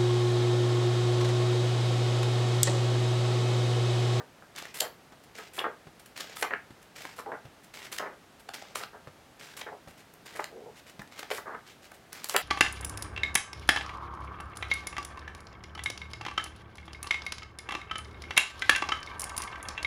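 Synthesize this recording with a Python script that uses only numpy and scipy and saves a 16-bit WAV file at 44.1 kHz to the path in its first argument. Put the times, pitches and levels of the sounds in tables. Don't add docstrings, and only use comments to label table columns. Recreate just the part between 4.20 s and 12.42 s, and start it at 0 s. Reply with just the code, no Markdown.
import sys
import numpy as np
from scipy import signal
from scipy.fft import rfft, irfft
from scipy.io import wavfile
from scipy.ndimage import uniform_filter1d

SR = 44100
rng = np.random.default_rng(int(sys.argv[2]) if len(sys.argv) > 2 else 0)


def generate_wav(signal):
    frames = np.transpose(np.atleast_2d(signal))
    scaled = np.clip(frames, -1, 1) * 32767
    pcm = np.round(scaled).astype(np.int16)
    wavfile.write(sys.argv[1], SR, pcm)


N = 362502
HZ = np.fft.rfftfreq(2048, 1 / SR)

# frequency in Hz, relative level in dB.
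AIR_SPECTRUM = [(15, -47), (25, -9.5), (166, -4), (344, -6.5), (405, -6.5), (489, -8.5), (754, -8),
                (1040, -12.5), (1370, -12), (1740, -13.5), (2350, -16.5), (2910, -17.5), (4140, -20.5),
                (12900, -30.5), (16000, -36)]
# frequency in Hz, T60 in seconds.
ROOM_T60 = [(100, 0.23), (500, 0.23), (2000, .24), (5000, 0.23), (9000, 0.16), (15000, 0.3)]
# centre in Hz, width in Hz, gain in dB.
BOOK_MODES = [(288, 70, 5), (429, 20, 3), (610, 32.6, 1), (987, 31, -0.5), (1210, 50, 0.5),
              (1600, 130, 1.5), (1860, 42, 0), (2800, 70, 0.5), (3975, 110, 0.5), (6630, 600, 2)]
# frequency in Hz, relative level in dB.
RASP_SPECTRUM = [(100, -19), (400, 0.5), (1000, 0), (2200, 5), (3200, 1), (5500, -1.5), (7200, -9.5),
                 (9000, -13.5), (16000, -28.5)]
# frequency in Hz, relative level in dB.
FIZZ_SPECTRUM = [(3000, -50), (6000, -13), (7300, 5), (8600, 7.5), (10200, 8.5), (13000, 4), (16000, -3.5)]
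# frequency in Hz, relative level in dB.
SHEET_SPECTRUM = [(40, -43), (120, -19), (230, -14), (320, -9.5), (420, 0), (800, -3), (1500, -3),
                  (3000, -6)]
# frequency in Hz, relative level in dB.
KNOCK_SPECTRUM = [(60, -39), (150, -24), (260, -10), (520, 0.5), (2100, 2), (2800, -10), (5000, -53)]
# frequency in Hz, relative level in dB.
CRACK_SPECTRUM = [(1200, -30), (2200, -18.5), (2900, -1), (4200, 2), (5600, 1.5), (7200, 3.5), (11000, 2.5),
                  (16000, -4.5)]
# start in seconds, level in dB, thud pitch in Hz.
FINGER_PATS = [(0.922, -41, 230), (1.669, -39.5, 160), (2.506, -40.5, 120), (3.252, -39.5, 129),
               (4.873, -39.5, 128), (5.674, -39, 175), (6.7933, -34, 196)]
# start in seconds, length in seconds, level in dB.
FINGER_BRUSHES = [(1.031, .015, -60), (1.793, .012, -53), (1.856, .012, -53), (2.615, .015, -55.5),
                  (3.43, 0.019, -53.5), (4.191, .02, -54.5), (5.675, 0.036, -55), (5.769, .045, -55),
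                  (6.552, 0.049, -51.5), (6.659, 0.048, -51), (7.456, .068, -50.3), (7.617, 0.052, -51.5),
                  (7.737, 0.018, -55)]
# drag start and length in seconds, drag level in dB, tug peak time in seconds,
# tug level in dB, peel start and length in seconds, peel level, swell and fizz gain in dB.
PAGE_TURNS = [(0.3504, 0.17, -48, .388, -34, 0.54, .056, -43.5, 0, -1.2),
              (1.1474, 0.14, -50, 1.187, -41.5, 1.33, 0.075, -50.5, 3, 1),
              (1.957, .19, -45.5, 2.007, -34.5, 2.153, 0.069, -51, 9, 3.2),
              (2.7534, 0.19, -47.5, 2.823, -44.5, 2.96, 0.047, -51, 1.5, -3),
              (3.534, 0.14, -46, 3.652, -43, 3.715, 0.051, -40.5, -5.5, -1.2),
              (4.3355, .2, -51, 4.344, -38.5, 4.549, .097, -41, -8.5, -2.5),
              (5.1905, .152, -50, 5.243, -47, 5.3635, 0.054, -43, -5.5, -3),
              (6.0525, 0.099, -51, 6.063, -47, 6.152, .13, -45, -17, -4),
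              (6.913, .187, -52.5, 6.994, -39, 7.1052, 0.091, -43.5, -2.5, -2),
              (7.921, .168, -48.5, 8.045, -42.5, 8.0955, 0.047, -40.5, -0.5, -3)]
# start and length in seconds, level and swell in dB,
# cutoff in Hz (higher when bent tighter), ring of the bulge in Hz.
SHEET_BENDS = [(0.0, 0.015, -38, -10.5, 1740, 1710), (0.2226, .024, -48.5, -15, 1985, 750),
               (0.6137, 0.058, -33.6, -11, 2040, 666), (1.1842, 0.025, -40.5, -9.5, 2500, 1630),
               (1.3802, 0.042, -38, 5, 2400, 920), (1.44, 0.034, -27.5, -6.5, 1805, 1220),
               (2.2266, .039, -31.5, -8.1, 2525, 1180), (2.3056, 0.041, -35, -2, 2210, 1780),
               (2.9832, .017, -43, 4, 1595, 980), (3.056, .056, -39.5, -2, 1300, 804),
               (3.1175, 0.042, -32, -12.5, 1840, 855), (3.795, .085, -34.1, -8, 2030, 1120),
               (3.875, .062, -50.5, -0.5, 1750, 607), (4.602, 0.044, -40, -13, 2330, 1280),
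               (4.7312, 0.036, -45, -4.5, 1730, 730), (5.414, 0.018, -41.5, -10, 2545, 2370),
               (5.464, 0.034, -35, -14, 1960, 850), (5.5175, 0.042, -42, -12, 1105, 626),
               (6.1512, .018, -41.1, -3, 2300, 1850), (6.1924, 0.021, -30, -14, 1900, 1030),
               (6.3115, .131, -45.3, -6.5, 716, 437), (6.458, 0.045, -44.1, -7, 860, 427),
               (7.1094, .03, -33, -16, 2400, 560), (7.1802, 0.014, -32.1, -10.5, 1890, 1410),
               (7.2532, .029, -48, 13.5, 1780, 1300), (7.292, .064, -44.2, 6.2, 1800, 1150),
               (8.145, 0.022, -22.8, -4, 2600, 980)]
# time in seconds, ring in Hz, knock and crack levels in dB, treble tilt of the crack in dB per octave,
# suddenness from 0 to 1.
SNAPS_AND_TICKS = [(.3626, 860, -47, -38.5, -6.5, 0.4), (.4244, 690, -38, -39.5, -9.5, 0.56),
                   (0.4542, 1940, -36, -46, -6, 0.4), (0.6066, 3720, -33.5, -17.2, -3.5, 0.1),
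                   (1.3915, 3280, -39, -23.5, -24, .15), (1.443, 1150, -29, -60, -10, .4),
                   (1.978, 1940, -38.5, -36.5, -6, 0), (2.008, 1900, -38, -32.5, -10, .25),
                   (2.17, 1286, -36, -38, -9, .2), (2.226, 1110, -20, -28.5, -7, 0.62),
                   (2.2301, 2650, -26.5, -29.5, -5.5, 0.1), (2.3082, 1800, -29, -55, -16, .5),
                   (2.3367, 1910, -20.5, -42.5, -28, 0.63), (2.8527, 746, -31, -46, -5, .7),
                   (2.989, 1250, -35.5, -51, -10, 0.1), (3.062, 950, -41, -65, -5, .3),
                   (3.119, 830, -33, -62, -9, 0.4), (3.728, 1030, -38.5, -34.5, -9, .2),
                   (3.785, 1760, -30.5, -29, -7, 0), (4.291, 800, -32.5, -39.8, -11, .2),
                   (4.4236, 730, -37.5, -45.5, -10, 0.54), (4.5571, 1850, -27, -30.5, -5, 0.23),
                   (4.6366, 1280, -31.5, -36.5, -21, 0), (4.873, 570, -42.5, -59, -17, .7),
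                   (5.4153, 2820, -36, -36, -16, 0), (5.939, 560, -53, -48, 6, 0.4),
                   (6.196, 990, -24, -56, -4, .5), (6.2424, 1720, -34, -32.5, -5.5, 0.87),
                   (6.819, 1660, -37.5, -49.5, 1, 0.3), (6.876, 2000, -60, -54, -8, .5),
                   (7.0306, 694, -33, -40, -11, 0.53), (7.104, 605, -30.5, -37, -11, 1),
                   (7.115, 563, -25, -33, -19, 0.02), (7.119, 2960, -36, -33.5, -16, 0),
                   (7.348, 1160, -34.5, -66, -6, 0), (7.7184, 820, -42, -50.5, 0, 0),
                   (7.93, 1462, -42, -34.5, 0.5, 0.93), (8.044, 1510, -37, -27.5, -2, 0.94),
                   (8.0884, 600, -44, -34, 4, 0.58), (8.0961, 1240, -32, -25, -5, 0.63),
                   (8.1643, 1240, -16, -16.5, 2.5, 0.97), (8.165, 2900, -22, -19, -24, .9)]

DRAG_FADE_DB_PER_S = 31


def gain_of(db):
    return 10 ** (np.asarray(db) / 20)


def unit_rms(x):
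    return x / np.sqrt(np.mean(x ** 2) + 1e-20)


def curve(points, hz=HZ):
    f, value = np.transpose(points)
    return np.interp(np.log(hz + 1), np.log(f), value)


def add(mix, start_s, sound):
    part = mix[max(round(start_s * SR), 0):][:len(sound)]
    part += sound[:len(part)]


def coloured(x, colour_db):
    log_gain = np.log(np.maximum(gain_of(colour_db - colour_db.max()), 1e-5))
    mirrored = np.concatenate([log_gain, log_gain[-2:0:-1]])
    impulse = np.fft.ifft(np.exp(np.conj(signal.hilbert(mirrored)))).real
    y = signal.fftconvolve(x, impulse)
    return y * np.sqrt(np.sum(x ** 2) / (np.sum(y ** 2) + 1e-20))


def resonance_db(hz, width_hz, db):
    return db / (1 + (2 * (HZ - hz) / width_hz) ** 2)


def book_db():
    return sum(resonance_db(*mode) for mode in BOOK_MODES)


def stroke(length_s, start_db, swell_db, rise_s=0.0049, release_s=0.0048):
    t = np.arange(int((length_s + 5 * release_s) * SR)) / SR
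    force = gain_of(start_db + np.interp(t, [0, length_s], [0, swell_db]))
    return force * np.minimum(t / rise_s, 1) * np.exp(-np.maximum(t - length_s, 0) / release_s)


def slips(count, per_s, spread_db, bed_gain):
    chance, size, bed = rng.random(count), rng.exponential(1, count), rng.standard_normal(count)
    clicks = (chance < per_s / SR) * np.sign(bed) * gain_of(spread_db * np.minimum(size, 3))
    return unit_rms(unit_rms(clicks) + bed_gain * bed)


def contact(count, depth_db, window_samples):
    return gain_of(depth_db * unit_rms(uniform_filter1d(rng.standard_normal(count), window_samples)))


def air(level_db=-56.5):
    colour = gain_of(curve(AIR_SPECTRUM, np.fft.rfftfreq(N, 1 / SR)))
    return gain_of(level_db) * unit_rms(irfft(rfft(rng.standard_normal(N)) * colour, N))


def room(x, first_s=0.0018, build_s=0.0089):
    hz, t, noise = signal.stft(rng.standard_normal(SR // 2), SR, nperseg=256)
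    decay = gain_of(-60 * t / curve(ROOM_T60, hz)[:, None])
    tail = signal.istft(noise * decay, SR, nperseg=256)[1]
    tail *= np.clip((np.arange(len(tail)) / SR - first_s) / build_s, 0, 1)
    return signal.fftconvolve(x, tail / np.linalg.norm(tail))[:N]


def moving_reflections(x, tails=3, crossfade_hz=3.1):
    phase = 2 * np.pi * crossfade_hz * np.arange(N) / SR
    return np.sqrt(2 / tails) * sum(room(x * np.cos(phase + np.pi * k / tails)) for k in range(tails))


def rubbing(force, fizz_db, rasp_db=-2, catch_db=-9):
    count = len(force)
    grip = contact(count, depth_db=3, window_samples=300)
    fine = unit_rms(grip * slips(count, per_s=1500, spread_db=4, bed_gain=1.33))
    catches = gain_of(catch_db) * slips(count, per_s=130, spread_db=4.5, bed_gain=0)
    friction = force * (fine + catches)
    rasp = coloured(friction, curve(RASP_SPECTRUM) + book_db())
    brightness = (force / force.max()) ** 0.54
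    fizz = gain_of(-2) * coloured(friction * brightness, curve(FIZZ_SPECTRUM))
    return gain_of(rasp_db) * rasp + gain_of(fizz_db) * fizz


def patting(thud_db=-1, skin_db=-7, skin_s=0.013, skin_hz=900, paper_db=-14, paper_s=0.0075):
    out, t = np.zeros(N), np.arange(4096) / SR
    skin_lowpass_db = -10 * np.log10(1 + (HZ / skin_hz) ** 3)
    for start_s, db, hz in FINGER_PATS:
        thud = np.exp(-hz * t) * np.sin(2 * np.pi * hz * t)
        tap = np.exp(-t / skin_s) * rng.standard_normal(len(t))
        add(out, start_s, gain_of(db + thud_db) * thud)
        add(out, start_s, gain_of(db + skin_db) * coloured(tap, skin_lowpass_db))
        add(out, start_s, rubbing(gain_of(db + paper_db) * np.exp(-t / paper_s), fizz_db=-9))
    return out


def sliding(tug_rise_s=0.01, tug_fall_s=0.011):
    out = np.zeros(N)
    for start_s, length_s, drag_db, tug_s, tug_db, *peel in PAGE_TURNS:
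        drag = stroke(length_s, drag_db, -DRAG_FADE_DB_PER_S * length_s)
        t = start_s - tug_s + np.arange(len(drag)) / SR
        tug = gain_of(tug_db) * np.exp(np.minimum(t / tug_rise_s, -t / tug_fall_s))
        add(out, start_s, rubbing(np.hypot(drag, tug), fizz_db=-6.5))
        peel_s, peel_length_s, peel_db, swell_db, fizz_db = peel
        add(out, peel_s, rubbing(stroke(peel_length_s, peel_db, swell_db), fizz_db))
    return out


def brushing(dulling_db_per_s=190):
    out = np.zeros(N)
    for start_s, length_s, db in FINGER_BRUSHES:
        force = stroke(length_s, db, swell_db=0, rise_s=0.26 * length_s)
        fizz_db = -0.5 - dulling_db_per_s * length_s
        add(out, start_s, rubbing(force, fizz_db, rasp_db=-4.5, catch_db=-6.5))
    return out


def buckling(trim_db=-0.8, leak_db=-36):
    out = np.zeros(N)
    for start_s, length_s, db, swell_db, cutoff_hz, bulge_hz in SHEET_BENDS:
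        force = stroke(length_s, db, swell_db, rise_s=0.0009, release_s=0.0035)
        flutter = contact(len(force), depth_db=1.5, window_samples=350)
        buckles = force * unit_rms(flutter * slips(len(force), per_s=1500, spread_db=1.5, bed_gain=0.78))
        ratio = HZ / cutoff_hz
        leak = gain_of(leak_db) ** 2 / (1 + (ratio / 2) ** 4)
        lowpass_db = 10 * np.log10(1 / (1 + ratio ** 13.7) + leak)
        bulge_db = resonance_db(bulge_hz, 0.33 * bulge_hz, db=5)
        add(out, start_s, coloured(buckles, curve(SHEET_SPECTRUM) + book_db() + lowpass_db + bulge_db))
    return gain_of(trim_db) * out


def crinkles(per_s=18, low_hz=600, high_hz=2220, spread_db=2, tilt_db_per_octave=-11, suddenness=0.53):
    rows = []
    for start_s, length_s, drag_db, *_ in PAGE_TURNS:
        for k, (jitter, pitch, knock, crack) in enumerate(rng.random((12, 4))):
            delay_s = (k + jitter) / per_s
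            if delay_s < length_s:
                db = drag_db - DRAG_FADE_DB_PER_S * delay_s
                ring_hz = low_hz * (high_hz / low_hz) ** pitch
                knock_db = db + 5 + spread_db * (2 * knock - 1)
                crack_db = db - 0.5 + spread_db * (2 * crack - 1)
                rows.append((start_s + delay_s, ring_hz, knock_db, crack_db, tilt_db_per_octave, suddenness))
    return rows


def snapping(slowest_decay_s=0.0023, tilt_from_hz=3200):
    out, t = np.zeros(N), np.arange(-3 * slowest_decay_s, 3 * slowest_decay_s, 1 / SR)
    octaves = np.log2(np.maximum(HZ / tilt_from_hz, 1))
    for time_s, ring_hz, knock_db, crack_db, tilt_db_per_octave, suddenness in SNAPS_AND_TICKS + crinkles():
        decay_s = slowest_decay_s * (1 - 0.34 * suddenness)
        rise_s = decay_s * max(1 - suddenness, 0.03)
        envelope = np.exp(np.minimum(t / rise_s, -t / decay_s))
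        burst = envelope * slips(len(t), per_s=4500, spread_db=3, bed_gain=0.25)
        burst[len(t) // 2] += 1.2 * suddenness ** 3 * np.linalg.norm(burst)
        burst *= np.sqrt(decay_s * SR / np.sum(burst ** 2))
        body_db = book_db() + resonance_db(ring_hz, 0.53 * ring_hz, db=10)
        knock = coloured(burst, curve(KNOCK_SPECTRUM) + body_db)
        crack = coloured(burst, curve(CRACK_SPECTRUM) + body_db / 2 + tilt_db_per_octave * octaves)
        add(out, time_s + t[0], gain_of(knock_db) * knock + gain_of(crack_db) * crack)
    return out


def scene():
    sources = [sliding() + brushing(), buckling(), snapping(), patting()]
    room_sends_db = [-5, -4, -6.2, -8]
    send = sum(gain_of(db) * source for db, source in zip(room_sends_db, sources))
    return (sum(sources) + moving_reflections(send) + air())[None]


def record(dry, low_cut_hz=48, high_cut_hz=16100):
    highpass = signal.butter(2, low_cut_hz, "highpass", fs=SR, output="sos")
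    lowpass = signal.firwin(511, high_cut_hz, window=("kaiser", 9), fs=SR)
    return signal.oaconvolve(signal.sosfilt(highpass, dry), lowpass[None], "same")


dry = scene()
out = record(dry)
generate_wav(out)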